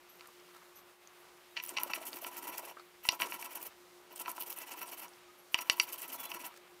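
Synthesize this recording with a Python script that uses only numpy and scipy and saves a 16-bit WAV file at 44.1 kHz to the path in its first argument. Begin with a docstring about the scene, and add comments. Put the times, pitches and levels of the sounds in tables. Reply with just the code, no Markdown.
"""A room with a stone slab, on which a stone roller is rubbed fast to and fro, crushing onion into spice paste in four bouts.
Grit pulses, louder with stroke speed, hiss and ring the stone modes; blows ring them too, as the roller knocks on the slab.
Onion pieces crack and lumps crunch as short bursts of ring and noise; wet ticks and rustling fingers fill the pauses.
Drifting air noise, motor hum tones, high noise-band chirps and faint wavering squeals complete it.
One close microphone flattens the hardest knocks."""
import sys
import numpy as np
from scipy import signal
from scipy.fft import rfft, irfft
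from scipy.io import wavfile
from scipy.ndimage import uniform_filter1d

SR = 44100
rng = np.random.default_rng(int(sys.argv[2]) if len(sys.argv) > 2 else 0)


def master(y):
    """Save y as 16-bit WAV."""
    cut = np.clip(np.atleast_2d(y).T, -1, 1)
    pcm = np.round(cut * 32767)  # scale
    wavfile.write(sys.argv[1], SR, pcm.astype(np.int16))


N = 299880


def undb(db):
    """Amplitude of a level in dB."""
    return 10 ** (np.asarray(db) / 20)


def unit(x):
    """Scale to rms 1."""
    return x / np.sqrt(np.mean(x ** 2))


def log_bins():
    """Log frequency of each FFT bin; 1 Hz added to keep the log finite."""
    return np.log(np.arange(N // 2 + 1) * SR / N + 1)


def colour(x, points):
    """Shape by a (f/Hz, gain/dB) spectrum; rms 1."""
    hz, db = np.transpose(points)
    gain = undb(np.interp(log_bins(), np.log(hz), db))
    return unit(irfft(rfft(x) * gain, N))


def walk(rate_hz):
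    """Random levels held 1 / rate_hz s and slewed twice; spread near 1."""
    k = int(SR / rate_hz)
    held = np.repeat(rng.standard_normal(N // k + 1), k)
    return 1.6 * uniform_filter1d(uniform_filter1d(held, k), k)[:N]


def patchy(x, centres_hz, rate_hz, depth_db):
    """Each band swells and fades alone; rms 1."""
    f, spectrum = log_bins(), rfft(x)
    out = np.zeros(N)
    for row in np.eye(len(centres_hz)):
        share = np.interp(f, np.log(centres_hz), row)
        out += irfft(spectrum * share, N) * undb(depth_db * walk(rate_hz))
    return unit(out)


def thin(x, hz):
    """High-pass: a small body radiates little below this frequency."""
    return signal.sosfilt(signal.butter(2, hz, "high", fs=SR, output="sos"), x)


def mode(x, hz, t60_s):
    """One ringing mode; a unit pulse rings with peak near 1."""
    pole = np.exp(2j * np.pi * hz / SR - np.log(1000) / (t60_s * SR))
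    return signal.lfilter([1], [1, -pole], x).imag


def grit(rate_hz, spread_db, patchy_db):
    """Grains that catch and let go: random pulses of very uneven size, in patches, over fine dust."""
    caught = rng.random(N) < rate_hz / SR
    size = undb(spread_db * np.minimum(rng.exponential(size=N), 3.0))
    grains = caught * size * rng.standard_normal(N)
    dust = 0.37 * rng.standard_normal(N)
    return unit((grains + dust) * undb(patchy_db * walk(250)))


# room air spectrum: f/Hz, relative level/dB
AIR_SPECTRUM = [(20, -40), (60, -24.5), (145, -25), (175, -17), (230, -22.5), (420, -15.5), (1190, -13.5),
                (1760, -18.5), (2120, -17.5), (4000, -22.5), (7470, -27.5), (14000, -28), (16000, -31.5)]
AIR_RMS_DB = -61
AIR_DIP_S, AIR_DIP_FALL_S, AIR_DIP_RISE_S, AIR_DIP_DB = .98, .08, .05, -6


def room_air():
    """Noise whose bands drift; the level dips briefly."""
    t = np.arange(N) / SR
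    air = patchy(colour(rng.standard_normal(N), AIR_SPECTRUM), [100, 400, 1200, 2500, 6000, 12000], 16, 1.0)
    dip_at_s = [AIR_DIP_S - AIR_DIP_FALL_S, AIR_DIP_S, AIR_DIP_S + AIR_DIP_RISE_S]
    return air * undb(AIR_RMS_DB + np.interp(t, dip_at_s, [0, AIR_DIP_DB, 0]))


# motor tones, the two upper ones beating: f/Hz, rms level before the wander/dB
MOTOR_TONES = [(178.2, -86), (350.33, -75), (356.45, -66)]
HUM_CREST_S = .05  # all tones crest together here


def motor_hum():
    """Steady tones under one wandering level."""
    t = np.arange(N) / SR
    hum = np.zeros(N)
    for hz, rms_db in MOTOR_TONES:
        hum += np.sqrt(2) * undb(rms_db) * np.cos(2 * np.pi * hz * (t - HUM_CREST_S))
    return hum * undb(1.4 * walk(8))


# high chirps: start t/s, length/s, f/Hz, upper band's level before the fade/dB
CHIRP_EVENTS = [(0.086, 0.13, 12000, -59), (0.752, 0.075, 12200, -51.5), (5.38, .05, 11500, -56)]
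CHIRP_ATTACK_S, CHIRP_FADE_DB, CHIRP_HALF_PITCH_DB = .01, -24, -12
CHIRP_T60_S = .004  # short ring: a band some hundred Hz wide


def chirps():
    """Rough, breathy noise bands with a weak band an octave below: quick onset, steady fade."""
    out, t = np.zeros(N), np.arange(N) / SR
    noise = rng.standard_normal(N)

    def band(hz):
        """Noise through two equal modes; rms 1."""
        return unit(mode(mode(noise, hz, CHIRP_T60_S), hz, CHIRP_T60_S))

    for s, length_s, hz, db in CHIRP_EVENTS:
        fade_db = CHIRP_FADE_DB * np.clip((t - s) / length_s, 0, 1)
        gain = np.clip((t - s) / CHIRP_ATTACK_S, 0, 1) * (t < s + length_s) * undb(db + fade_db)
        out += gain * (band(hz) + undb(CHIRP_HALF_PITCH_DB) * band(hz / 2))
    return out


# fingers among the pieces: start t/s, length/s, level at mid-swell/dB
RUSTLE_EVENTS = [(.17, 0.13, -64), (.46, .22, -61), (0.744, 0.083, -67), (1.2, 0.27, -68.5),
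                 (2.74, 0.095, -60.5), (3.688, 0.055, -64), (5.07, .2, -66), (6.488, 0.11, -59)]
# rustle spectrum: f/Hz, relative level/dB
RUSTLE_SPECTRUM = [(400, -15), (1200, 2.5), (2500, -2), (6000, -10.5), (15000, -16)]


def rustles():
    """Sparse damp grains while fingers move the pieces about."""
    t = np.arange(N) / SR
    gain = np.zeros(N)
    for s, length_s, db in RUSTLE_EVENTS:
        gain += undb(db) * np.sin(np.pi * np.clip((t - s) / length_s, 0, 1))
    return gain * patchy(colour(grit(150, 5.5, 4.6), RUSTLE_SPECTRUM), [900, 1400, 2500, 6000], 30, 3.0)


def snaps(events, t60_s, width, noisy):
    """Short decaying bursts, part ring and part noise around the pitch."""
    out, t = np.zeros(N), np.arange(4000) / SR
    for s, db, hz in events:
        noise = unit(mode(rng.standard_normal(len(t)), hz, 2.8 / (width * hz)))
        burst = noisy * noise + (1 - noisy) * np.sin(2 * np.pi * hz * t)
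        i = int(s * SR)
        out[i:i + len(t)] += undb(db) * burst * np.exp(-np.log(1000) * t / t60_s)
    return out


# paste and fingers: t/s, level/dB, f/Hz
TICK_EVENTS = [(0.287, -49, 1100), (0.486, -53, 1080), (0.559, -50, 1300), (0.619, -50.5, 1280),
               (0.789, -53, 1230), (2.769, -38, 1354), (2.796, -48, 4400), (2.796, -41.5, 1290),
               (5.079, -53, 840)]


def wet_ticks():
    """Ticks of paste and fingers: broad, damped bursts."""
    return snaps(TICK_EVENTS, t60_s=0.045, width=0.25, noisy=0.45)


# lumps giving way: t/s, level/dB, f/Hz
CRUNCH_EVENTS = [(1.722, -44, 353), (1.862, -42.5, 570), (1.964, -43, 370), (1.976, -34.5, 640),
                 (2.014, -39.5, 660), (2.087, -39.5, 357), (2.144, -42, 347), (2.225, -41.5, 667),
                 (2.492, -41.5, 343), (2.593, -42, 650), (2.633, -48, 657), (3.132, -41, 710),
                 (3.249, -39.5, 365), (6.353, -44, 344)]


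def crunches():
    """Low bursts, mostly ring, as lumps give way."""
    return snaps(CRUNCH_EVENTS, t60_s=0.048, width=0.37, noisy=0.28)


# pieces cracking under roller or fingers: t/s, level/dB, f/Hz
CRACK_EVENTS = [(0.273, -40, 11200), (0.399, -47, 4870), (0.694, -50, 3500), (1.074, -42.5, 6350),
                (1.6375, -22, 14400), (1.6527, -39, 13600), (1.6623, -32, 10700), (1.674, -33, 14900),
                (1.692, -26.5, 8700), (1.834, -19, 12070), (2.105, -40, 7600), (2.1306, -31.5, 4480),
                (2.482, -33, 12800), (2.5805, -28, 13000), (3.1212, -31, 5600), (4.1602, -36, 9000),
                (4.1979, -29, 11300), (4.301, -36, 10600), (4.3155, -29, 12400), (4.587, -29.5, 11000),
                (5.019, -38, 12600), (5.082, -46, 6500), (5.09, -48, 9500), (5.136, -48, 5500),
                (5.236, -47, 2500), (5.9244, -28.5, 11400)]


def onion_cracks():
    """Very short bursts, mostly noise, as pieces break."""
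    return snaps(CRACK_EVENTS, t60_s=0.01, width=0.14, noisy=0.63)


# faint stone squeals: start t/s, length/s, f/Hz, mid-swell level before break-up/dB
SQUEAL_EVENTS = [(1.5, .045, 3770, -65), (5.27, .08, 1250, -63), (6.12, .065, 4130, -61),
                 (6.15, .17, 3410, -57), (6.23, .065, 4030, -60)]


def squeals():
    """Thin tones that swell, break up and waver in pitch."""
    out, t = np.zeros(N), np.arange(N) / SR
    for s, length_s, hz, db in SQUEAL_EVENTS:
        swell = np.sin(np.pi * np.clip((t - s) / length_s, 0, 1))
        gain = swell * undb(db + 2.8 * walk(70))
        wavering_hz = hz * (1 + 0.009 * walk(350))
        out += gain * np.sin(2 * np.pi * np.cumsum(wavering_hz) / SR)
    return out


# stone on stone: t/s, blow level/dB, slab ring re blow/dB, crack re blow/dB
KNOCK_EVENTS = [(0.196, -47, -13, -12), (0.209, -43, -1, -4.5), (1.5682, -28.5, -11, -37),
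                (1.5734, -25, -17, -35), (1.5999, -29, -24, -17), (1.7684, -23, -18, -25),
                (1.7731, -22.5, -23, -28), (1.7781, -29.5, -11, -38), (1.7846, -23, -3, -30),
                (1.9011, -41.5, 13, -17), (1.935, -18.5, -9, -22), (2.2469, -36, 3, -21),
                (2.363, -38.5, -5, -14), (3.052, -31.5, 1.5, -20), (3.0886, -9.5, -12.5, -2.5),
                (3.2016, -31.5, 8.5, -22), (3.2054, -34, 11.5, -26), (3.22, -23, -19, -30),
                (3.3223, -30, 1, -22), (3.4269, -34.5, -9, -18), (4.2597, -33.5, 5.5, -23),
                (4.2802, -37, 15.5, -16), (4.38, -45, 16.5, -10), (4.5046, -41, -19, -7),
                (4.8167, -38, 2, -11), (5.5442, -16.5, -5, -44), (5.5883, -24.5, 0, -14),
                (5.6979, -11.5, -14.5, -0.5), (5.7988, -8.5, -16.5, -24), (6.1263, -38, -14, -12),
                (6.317, -32.5, 2, -9)]
# stone modes, also rubbed by the grit: f/Hz, t60 when rubbed/ms, level/dB
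SLAB_MODES = [(355, 91, -11.5), (687, 114, -12.5), (870, 120, -9.5), (961.2, 118, -1.5), (996, 163, -2.5),
              (1083, 100, -6.5), (1323, 40, -4)]
ROLLER_MODES = [(1995, 51, -4.5), (2300, 30, -4.5), (2440, 35, -3), (2656, 27, 0.5), (2745, 24, -7.5),
                (2930, 30, -2), (3930, 17, -13.5), (4350, 29, -12), (4740, 13, -49), (5530, 72, -12),
                (5730, 68, -7.5), (6760, 27, -24)]
# broad, quick resonances of the contact patch, blows only: f/Hz, t60 before BLOW_T60_RATIO/ms, level/dB
CONTACT_MODES = [(2864, 12.3, 1), (3770, 4.3, -13), (4654, 10.3, -5), (5300, 6.3, -15.5)]
# crack noise spectrum: f/Hz, relative level/dB
CRACK_SPECTRUM = [(1200, -10), (2500, 6), (5000, 20), (7500, 1), (12000, -3), (16000, -27)]
BLOW_T60_RATIO = 0.6  # modes ring shorter in a blow
CONTACT_PER_DB, CONTACT_REF_DB = 0.32, -19.5  # contact gain in dB per dB of blow above the reference
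KNOCK_HARD_DB = -9  # a full-strength blow
DULL_DB_PER_OCTAVE = .12  # treble lost per octave above 3 kHz for each dB that a blow is softer


def knocks():
    """Each blow meets the stone elsewhere, so every mode gets a new share; broad modes speak loudest."""
    s, db, slab_db, crack_db = np.transpose(KNOCK_EVENTS)
    at = (s * SR).astype(int)
    roller, slab = np.zeros(N), np.zeros(N)
    modes = SLAB_MODES + ROLLER_MODES + CONTACT_MODES
    chance = rng.standard_normal((len(s), len(modes)))
    for k, (hz, ms, mode_db) in enumerate(modes):
        on_slab = k < len(SLAB_MODES)
        level_db = db + mode_db + 2.68 * chance[:, k]
        level_db += DULL_DB_PER_OCTAVE * np.log2(max(hz / 3000, 1)) * (db - KNOCK_HARD_DB)
        if on_slab:
            level_db += slab_db
        if k >= len(SLAB_MODES + ROLLER_MODES):
            level_db += CONTACT_PER_DB * (db - CONTACT_REF_DB)
        blow = np.zeros(N)
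        blow[at] = np.sign(chance[:, k]) * undb(level_db)
        body = slab if on_slab else roller
        body += (ms / 8) ** -.6 * mode(blow, hz, BLOW_T60_RATIO * ms / 1000)
    decay = np.zeros(N)
    decay[at] = undb(db + crack_db)
    decay = signal.lfilter([1], [1, -np.exp(-1 / (0.0013 * SR))], decay)  # 1.3 ms time constant
    crack = decay * colour(rng.standard_normal(N), CRACK_SPECTRUM)
    return thin(roller, 910) + thin(slab, 380) + crack


# half strokes by bout: start t/s, direction, grit hiss level/dB, stone ring level/dB; each lasts to the next turn
STROKES = [
    [(1.562, "push", -72, -43.5), (1.62, "pull", -51, -58), (1.67, "push", -48, -55),
     (1.735, "pull", -70, -59), (1.765, "push", -60, -46.5), (1.79, "pull", -46.5, -47.5),
     (1.823, "push", -49, -52), (1.86, "pull", -67, -62), (1.899, "push", -51.5, -46.5),
     (1.931, "pull", -45.5, -46.5), (1.976, "push", -66, -57), (2.0, "pull", -55, -55.5),
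     (2.053, "push", -46, -55.5), (2.115, "pull", -49, -56.5), (2.154, "push", -44, -56.5),
     (2.207, "pull", -50.5, -57), (2.261, "push", -46.5, -52), (2.307, "pull", -53, -55.5),
     (2.365, "push", -44.5, -52.5), (2.412, "pull", -49, -54.5), (2.47, "push", -46.5, -50),
     (2.517, "pull", -52, -51.5), (2.571, "push", -48, -52), (2.619, "pull", -52.5, -57.5),
     (2.672, "push", -50, -54)],
    [(3.03, "pull", -48.5, -52.5), (3.108, "push", -51.5, -54), (3.193, "pull", -43, -39.5),
     (3.255, "push", -62, -62), (3.282, "pull", -50, -55), (3.325, "push", -44.5, -50.5),
     (3.384, "pull", -49, -56.5), (3.441, "push", -45.5, -51.5), (3.488, "pull", -53, -57),
     (3.549, "push", -45, -50.5), (3.595, "pull", -50, -59.5), (3.649, "push", -47, -56.5)],
    [(4.105, "push", -66, -61), (4.154, "pull", -47, -68), (4.19, "push", -43, -54),
     (4.24, "pull", -63, -57), (4.273, "push", -44, -53), (4.348, "pull", -48, -61),
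     (4.396, "push", -44, -57), (4.458, "pull", -45.5, -56), (4.494, "push", -43, -56),
     (4.558, "pull", -48.5, -54), (4.603, "push", -47, -51.5), (4.658, "pull", -51, -57.5),
     (4.706, "push", -48, -50), (4.758, "pull", -51.5, -54.5), (4.81, "push", -47.5, -48.5),
     (4.856, "pull", -47.5, -58), (4.913, "push", -47.5, -53), (4.969, "pull", -47, -55),
     (5.011, "push", -50, -55.5)],
    [(5.51, "pull", -58, -65), (5.575, "pull", -49, -46.5), (5.607, "push", -39, -50),
     (5.64, "pull", -61, -57), (5.711, "push", -42.5, -52), (5.755, "pull", -52.5, -56),
     (5.811, "push", -42, -58), (5.868, "pull", -48, -56.5), (5.917, "push", -44.5, -57.5),
     (5.976, "pull", -45.5, -54), (6.012, "push", -44, -51.5), (6.076, "pull", -48, -58.5),
     (6.121, "push", -42.5, -56.5), (6.181, "pull", -46, -52.5), (6.229, "push", -45, -51.5),
     (6.285, "pull", -48.5, -51), (6.334, "push", -46, -48.5), (6.389, "pull", -49, -54.5),
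     (6.435, "push", -47, -51)],
]
# end of each bout: t/s
STROKES_END_S = [2.735, 3.697, 5.077, 6.499]
# paste under the roller by bout: t/s, rumble level/dB, slab ring re roller ring/dB
PASTE_STATE = [
    [(1.56, -82, -16), (1.66, -72, -2), (1.73, -46.5, 1), (1.8, -76, 2.5), (1.87, -53, 9), (1.93, -62, -5),
     (1.985, -52, -1), (2.03, -58.5, 4.5), (2.1, -54.5, 4), (2.3, -56.5, -1), (2.5, -52.5, 1.5),
     (2.74, -55, -1)],
    [(3.02, -68, -13), (3.13, -60, 9.5), (3.22, -65, -3.5), (3.265, -43.5, 3), (3.31, -59.5, 2.5),
     (3.62, -54.5, 2.5), (3.7, -58, -7)],
    [(4.15, -62, -2), (4.26, -61, 4), (4.36, -59, 5.5), (4.42, -56.5, 0.5), (4.55, -57.5, -2.5),
     (4.72, -56.5, -1), (4.9, -56, 1), (5.08, -58.5, 2.5)],
    [(5.51, -75, -6), (5.62, -60, 3), (5.8, -66, 6), (5.93, -56.5, 2), (6.02, -60, -7.5), (6.1, -55.5, 6.5),
     (6.3, -59.5, -1.5), (6.48, -58.5, 3.5), (6.53, -62, 8)],
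]
# push is fastest early, pull late: fastest point/0-1, cut before the turn/ms, slab re roller/dB, slowing exponent
STROKE_SHAPE = {"push": (.3, 6, 2.5, 2.2), "pull": (.6, 4.6, 0.39, 1.1)}
LONGEST_STROKE_MS = 62.7  # before the overlap
OVERLAP_SAMPLES, LEAD_SAMPLES = 300, 130


def stroke_gains(sharp):
    """Speed swells and dies within each half stroke; raised to four powers it gives hiss, roller, slab, rumble gains."""
    power = np.zeros((4, N))
    for strokes, end_s, paste in zip(STROKES, STROKES_END_S, PASTE_STATE):
        at, rumble_db, slab_db = np.transpose(paste)
        turns_s = [row[0] for row in strokes[1:]] + [end_s]
        for (s, way, hiss_db, ring_db), turn_s in zip(strokes, turns_s):
            top, cut_ms, press_db, slowing = STROKE_SHAPE[way]
            ms = min(1000 * (turn_s - s) - cut_ms, LONGEST_STROKE_MS)
            u = np.linspace(0, 1, int(ms * SR / 1000) + OVERLAP_SAMPLES)
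            rise_fall = np.sin(np.pi / 2 * np.minimum(u / top, (1 - u) / (1 - top)))
            speed = rise_fall ** np.where(u > top, slowing, 1)
            i = int(s * SR) - LEAD_SAMPLES
            t = (i + np.arange(len(u))) / SR
            slab_ring_db = ring_db + press_db + np.interp(t, at, slab_db)
            levels_db = hiss_db, ring_db, slab_ring_db, np.interp(t, at, rumble_db)
            for row, (db, p) in enumerate(zip(levels_db, sharp)):
                power[row, i:i + len(u)] += (undb(db) * unit(speed ** p)) ** 2
    return np.sqrt(power)


def rub(drive, modes):
    """Grit drives every mode; sharp modes are weighted to their tabled power."""
    out = np.zeros(N)
    for hz, ms, db in modes:
        out += undb(db) * mode(drive, hz, ms / 1000) * np.sqrt(4000 / (ms * SR))
    return out


# grit hiss and paste rumble spectra: f/Hz, relative level/dB
HISS_SPECTRUM = [(1760, -33), (3000, -4), (3680, -15.5), (5670, -8.5), (7350, -9.5), (13200, 0),
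                 (16000, -4)]
RUMBLE_SPECTRUM = [(100, -30), (190, -31), (270, 5), (420, -1), (650, 3), (900, 2), (1700, -7), (3500, -14)]


def grinding():
    """Hiss of the grit, ring of roller and slab, crunching rumble through the paste."""
    hiss, roller, slab, rumble = stroke_gains([1.0, 0.65, 0.32, 0.34])
    hiss_noise = colour(grit(2000, 3.06, 2.4), HISS_SPECTRUM)
    hissing = hiss * patchy(hiss_noise, [4000, 6600, 9100, 11200, 14100], 90, 2.7)
    roller_ring = thin(rub(roller * grit(1200, 2.8, 2.03), ROLLER_MODES), 1240)
    slab_ring = rub(slab * grit(600, 2.74, 2.65), SLAB_MODES)
    crunch = patchy(colour(grit(300, 2.9, 1.45), RUMBLE_SPECTRUM), [243, 394, 620, 900, 1400], 45, 2.4)
    return hissing + roller_ring + slab_ring + uniform_filter1d(rumble, 600) * crunch


ROOM_T60_S, ROOM_DB = 0.13, -16.5


def room(near):
    """Decaying noise tail of unit energy, starting after 4 ms."""
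    t = np.arange(int(.3 * SR)) / SR
    tail = (t > .004) * rng.standard_normal(len(t)) * np.exp(-np.log(1000) * t / ROOM_T60_S)
    return undb(ROOM_DB) * signal.fftconvolve(near, tail / np.sqrt(np.sum(tail ** 2)))[:N]


BASS_CUT_HZ = 170


def scene():
    """Near sounds, bass cut twice, with their room tail; chirps, air and hum stay dry."""
    far = room_air() + motor_hum() + chirps()
    near = rustles() + wet_ticks() + crunches() + onion_cracks() + squeals() + knocks() + grinding()
    near = thin(thin(near, BASS_CUT_HZ), BASS_CUT_HZ)
    return (near + room(near) + far)[None]


CEILING_DB, TOP_HZ = -14, 15500


def record(dry):
    """The hardest knocks flatten against a soft ceiling; the top is cut."""
    ceiling = undb(CEILING_DB)
    held = dry / (1 + (dry / ceiling) ** 8) ** .125
    return signal.sosfilt(signal.ellip(8, .2, 60, TOP_HZ, fs=SR, output="sos"), held)


dry = scene()
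out = record(dry)
master(out)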